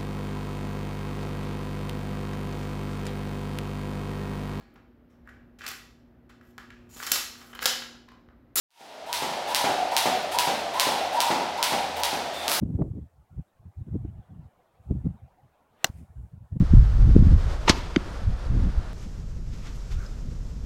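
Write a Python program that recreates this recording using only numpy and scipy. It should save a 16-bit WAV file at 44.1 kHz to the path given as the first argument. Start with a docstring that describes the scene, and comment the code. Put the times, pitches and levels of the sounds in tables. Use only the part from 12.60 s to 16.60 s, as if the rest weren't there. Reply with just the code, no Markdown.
"""A golfer drives a ball off the tee on an open course, a few metres from the microphone.
From the start, gusts buffet the microphone over a quiet, distant outdoor hum.
The club swishes down, and at 3.24 s its hollow metal head cracks against the ball.
The tee ticks away, the trees return a faint echo and the follow-through hisses softly.
The gusts carry on to the end."""
import sys
import numpy as np
from scipy import signal
from scipy.fft import rfft, irfft
from scipy.io import wavfile
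from scipy.ndimage import uniform_filter1d

SR = 44100
rng = np.random.default_rng(int(sys.argv[2]) if len(sys.argv) > 2 else 0)


def transcribe(u):
    """Save the signal u as a 16-bit wav file named by the first command-line argument.

    u: samples, shape (n,) or (channels, n), limited to [-1, 1]; the rate is SR.
    q: integer samples, one column per channel.
    """
    v = np.clip(np.atleast_2d(u).T, -1, 1)
    q = np.round(v * 32767).astype(np.int16)
    wavfile.write(sys.argv[1], SR, q)


N = 176400  # 4 s

STRIKE_S, ATTACK_S, HOLD_S, RING_GAIN_DB = 3.244, 0.00016, 0.0024, 1.5
# club head and ball modes (frequency [Hz], relative level [dB], T60 [s])
HEAD_MODES = [(674, -23, .023), (1192, -30.5, 0.0086), (1542, -25, 0.021), (1940, -19, 0.0065),
              (2848, -17, .010), (3237, -23, .010), (3580, -26, 0.013), (4168, -20.5, 0.014),
              (5520, -28, 0.009), (6126, -23.5, 0.0093), (7510, -21, .007), (8550, -32.5, 0.0069),
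              (11210, -30.5, .005), (14100, -33, .007)]
# contact crack (frequency [Hz], relative density [dB])
CRACK_SPECTRUM = [(100, -4.5), (400, -0.5), (900, 4), (1400, -4.5), (2500, 0.5), (5000, -1), (8000, -5.5),
                  (10000, -10.5), (14000, -8), (17000, -8.5)]
# dull thud of the blow (frequency [Hz], relative density [dB])
THUD_SPECTRUM = [(40, -12), (90, 4), (250, -1.5), (450, -3.5), (700, -8.5), (1500, -29.5), (4000, -60)]
# turf scatter (frequency [Hz], relative density [dB])
TURF_SPECTRUM = [(100, 0.5), (400, -2.5), (800, 5), (1500, -5), (3000, -13), (6000, -15), (10000, -22.5),
                 (16000, -22.5)]


def strike(t):
    """Head and ball ring briefly over the crack and thud of contact; the turf scatters a short tail."""
    age_s = t - STRIKE_S
    attack = np.clip(age_s / ATTACK_S, 0, 1)
    release_s = np.maximum(age_s - HOLD_S, 0)
    ring = sum((-1) ** k * undb(db) * np.sin(2 * np.pi * hz * age_s) * decay(release_s, t60_s)
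               for k, (hz, db, t60_s) in enumerate(HEAD_MODES))
    crack = undb(-9.5) * noise(CRACK_SPECTRUM) * decay(age_s, t60_s=0.012)
    thud = undb(-25.5) * noise(THUD_SPECTRUM) * decay(age_s, t60_s=0.047)
    turf = undb(-36.5) * noise(TURF_SPECTRUM) * decay(age_s, t60_s=0.15)
    return attack * (undb(RING_GAIN_DB) * ring + crack + thud + turf)


TICK_T60_S, TICK_WIDTH_HZ = 0.009, 1600
# ticks of the flying tee (time [s], level [dB], centre [Hz])
TEE_TICKS = [(3.2533, -33, 5500), (3.268, -37.5, 5815), (3.2720, -46, 3627)]


def tee(t):
    """The tee is knocked away with small, bright ticks."""
    ticks = np.zeros(N)
    for at_s, db, hz in TEE_TICKS:
        band = shaped_noise(lambda f: 1 / (1 + (2 * (f - hz) / TICK_WIDTH_HZ) ** 2))
        ticks += undb(db) * decay(t - at_s, TICK_T60_S) * band
    return ticks


FOLLOW_S, FOLLOW_WIDTH_S = 3.61, 0.11
# air round the club, downswing (frequency [Hz], relative density [dB])
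SWISH_SPECTRUM = [(150, -15), (500, -0.5), (900, -1.5), (2000, -8), (3500, -13), (4800, -25), (9000, -26),
                  (16000, -30.5)]
# follow-through hiss (frequency [Hz], relative density [dB])
FOLLOW_SPECTRUM = [(4500, -18), (7000, 4.5), (10000, 4), (13000, -2), (16000, -6)]


def swish(t):
    """Air noise grows as the club speeds towards the ball and returns faintly in the follow-through."""
    downswing = undb(-55) * noise(SWISH_SPECTRUM) * swell(t - STRIKE_S, rise_s=0.038, fall_s=0.02)
    follow_env = np.exp(-((t - FOLLOW_S) / FOLLOW_WIDTH_S) ** 2)
    return downswing + undb(-81.5) * noise(FOLLOW_SPECTRUM) * follow_env


ECHO_PEAK_S = 3.39
# echo off the trees (frequency [Hz], relative density [dB])
ECHO_SPECTRUM = [(300, 1.5), (800, 6), (1300, -3), (2400, 1.5), (4000, -11), (4900, -5.5), (5800, -8.5),
                 (9000, -2), (13000, -9.5), (16000, -11)]


def tree_echo(t):
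    """A diffuse echo swells after the strike and dies away."""
    env = swell(t - ECHO_PEAK_S, rise_s=0.14, fall_s=0.056) * (t > STRIKE_S)
    return undb(-66) * noise(ECHO_SPECTRUM) * env


CRACKLE_EXPONENT, HISS_EXPONENT = 1.13, 0.57
# eddies at the microphone (time [s], level [dB], half width [s], upper corner [Hz])
WIND_EDDIES = [(.031, -19.5, 0.0065, 260), (0.064, -28, 0.0096, 190), (.102, -29, 0.013, 267),
               (0.149, -23, 0.014, 177.6), (0.196, -27, 0.0078, 363), (.218, -18.5, 0.0068, 343),
               (0.2207, -30, 0.0017, 854), (0.242, -33, 0.024, 350), (0.3, -29, .013, 148.5),
               (0.352, -38, .02, 260), (0.38, -32.5, .011, 282), (0.427, -38, .02, 148),
               (0.592, -54, 0.028, 105), (0.734, -47, 0.013, 162), (0.791, -29, .011, 133),
               (1.007, -49.5, 0.0055, 142), (1.071, -41.5, 0.017, 128.5), (1.19, -35, 0.011, 101),
               (1.215, -32.5, .011, 137), (1.283, -38, 0.012, 209), (1.339, -28.5, 0.016, 140),
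               (1.356, -24.5, 0.0073, 260), (1.405, -35, 0.032, 127), (1.452, -29, 0.0072, 229),
               (1.497, -34.5, 0.015, 139), (1.543, -42.5, 0.04, 127), (1.594, -36.5, 0.0085, 102),
               (1.731, -42.5, 0.017, 177), (1.786, -41, 0.022, 165), (1.821, -47.5, 0.014, 150),
               (1.856, -45.5, .017, 135), (2.205, -53, 0.016, 132), (2.29, -34.5, 0.013, 150),
               (2.314, -17.5, 0.0065, 240), (2.36, -26.5, 0.018, 153.5), (2.41, -37, 0.023, 152),
               (2.464, -20.5, 0.01, 206), (2.5, -30.5, 0.013, 157), (2.549, -43.5, .013, 150),
               (2.634, -44.5, 0.021, 147), (2.851, -56, 0.018, 124), (3.299, -31.5, 0.0045, 166),
               (3.355, -44, 0.029, 130.1), (3.41, -41.5, 0.019, 193), (3.503, -46.5, 0.011, 110),
               (3.591, -35, 0.017, 98), (3.644, -39, 0.016, 111), (3.739, -40, 0.0094, 109.2),
               (3.775, -42.5, 0.0087, 135), (3.828, -43.5, 0.019, 119), (3.938, -28.5, 0.012, 118.4),
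               (3.966, -24, 0.005, 218), (3.993, -44, 0.0065, 161)]
# eddy crackle (frequency [Hz], relative density [dB])
CRACKLE_SPECTRUM = [(300, 3.5), (700, 4.5), (1200, -8), (2000, -19.5), (3500, -22), (4800, -31.5),
                    (8000, -29), (16000, -40.5)]
# gust hiss (frequency [Hz], relative density [dB])
HISS_SPECTRUM = [(1500, -3), (3300, -3), (4800, -9.5), (7500, 3), (10000, 0), (13000, -7.5), (16000, -6)]


def wind(t):
    """Eddies buffet the microphone port; the hardest crackle, and a faint hiss follows the gusts."""
    rumble = np.zeros(N)
    size = 16384
    for at_s, db, half_width_s, corner_hz in WIND_EDDIES:
        start = int(np.clip(at_s * SR - size / 2, 0, N - size))
        span = slice(start, start + size)
        rumble[span] += undb(db) * eddy(t[span] - at_s, half_width_s, corner_hz)
    pressure = np.abs(uniform_filter1d(np.abs(rumble), size=200))
    gust_rms = np.sqrt(np.abs(uniform_filter1d(rumble ** 2, size=8000)))
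    crackle = undb(-29) * pressure ** CRACKLE_EXPONENT * noise(CRACKLE_SPECTRUM)
    hiss = undb(-65) * gust_rms ** HISS_EXPONENT * noise(HISS_SPECTRUM)
    return rumble + crackle + hiss


def eddy(age_s, half_width_s, corner_hz, low_cut_hz=57):
    """One burst of rumble, rms about 1 at its crest; the microphone cuts the deepest bass."""
    def colour(hz):
        tilt = hz ** -0.23
        low_pass = 1 / np.hypot(1, (hz / corner_hz) ** 3.75)
        high_pass = 1 / np.hypot(1, (low_cut_hz / hz) ** 8)
        return tilt * low_pass * high_pass

    env = np.exp(-0.5 * np.abs(age_s / half_width_s) ** 1.686)
    burst = env * shaped_noise(colour, len(age_s))
    return burst * np.sqrt(np.sum(env ** 2) / np.sum(burst ** 2))


FLUTTER_RMS_DB, FLUTTER_HZ, BAND_OCT = 3.5, 25, 0.18
# distant outdoor hum (frequency [Hz], relative density [dB])
HUM_SPECTRUM = [(25, -3.5), (70, 6), (200, -2.5), (400, -4.5), (750, 2), (1100, -5), (1700, -13),
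                (2600, -19.5), (3800, -24.5), (5000, -34), (16000, -50)]
# hum drift, before flutter (time [s], level [dB])
HUM_DRIFT = [(0, -71), (.55, -72), (1.05, -70), (1.6, -65), (2.14, -67), (2.49, -64.5), (2.75, -66.5),
             (3.2, -67), (3.6, -69.5), (4, -70)]


def distant_hum(t):
    """The outdoor hum drifts in level, each band fluttering independently."""
    spectrum = rfft(noise(HUM_SPECTRUM))
    octaves = np.log2(np.clip(np.fft.rfftfreq(N, 1 / SR), 200, 4500))
    band = np.round(octaves / BAND_OCT)
    hum = np.zeros(N)
    for k in np.unique(band):
        flutter_db = FLUTTER_RMS_DB * shaped_noise(lambda f: 1 / (1 + (f / FLUTTER_HZ) ** 2) ** 2)
        hum += irfft(spectrum * (band == k), N) * undb(flutter_db)
    drift_db = np.interp(t, *np.array(HUM_DRIFT).T)
    return undb(drift_db) * hum


def mic_hiss():
    """The microphone's own white noise."""
    return undb(-82) * rng.standard_normal(N)


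def undb(db):
    """Decibels to gain."""
    return 10 ** (np.asarray(db) / 20)


def shaped_noise(gain, size=N):
    """Unit-rms noise whose spectrum follows gain(Hz)."""
    hz = np.maximum(np.fft.rfftfreq(size, 1 / SR), 1)
    x = irfft(rfft(rng.standard_normal(size)) * gain(hz), size)
    return x / x.std()


def noise(spectrum):
    """Unit-rms noise coloured by a spectrum table."""
    hz, db = np.array(spectrum, float).T
    return shaped_noise(lambda f: undb(np.interp(np.log(f), np.log(hz), db)))


def decay(age_s, t60_s):
    """Silence before age 0, then exponential decay."""
    return (age_s >= 0) * np.exp(-np.log(1000) * np.clip(age_s / t60_s, 0, 10))


def swell(age_s, rise_s, fall_s):
    """Exponential rise to age 0, then exponential fall."""
    return np.exp(np.where(age_s < 0, age_s / rise_s, -age_s / fall_s))


def scene():
    """The drive in the wind, mono."""
    t = np.arange(N) / SR
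    drive = strike(t) + tee(t) + swish(t) + tree_echo(t)
    return (drive + wind(t) + distant_hum(t) + mic_hiss())[None]


def record(dry):
    """The recorder rounds the loudest peaks and cuts the top treble."""
    ceiling, cutoff_hz = 0.65, 16400
    low_pass = signal.ellip(10, 0.1, 80, cutoff_hz, fs=SR, output="sos")
    return signal.sosfilt(low_pass, ceiling * np.tanh(dry / ceiling))


dry = scene()
out = record(dry)
transcribe(out)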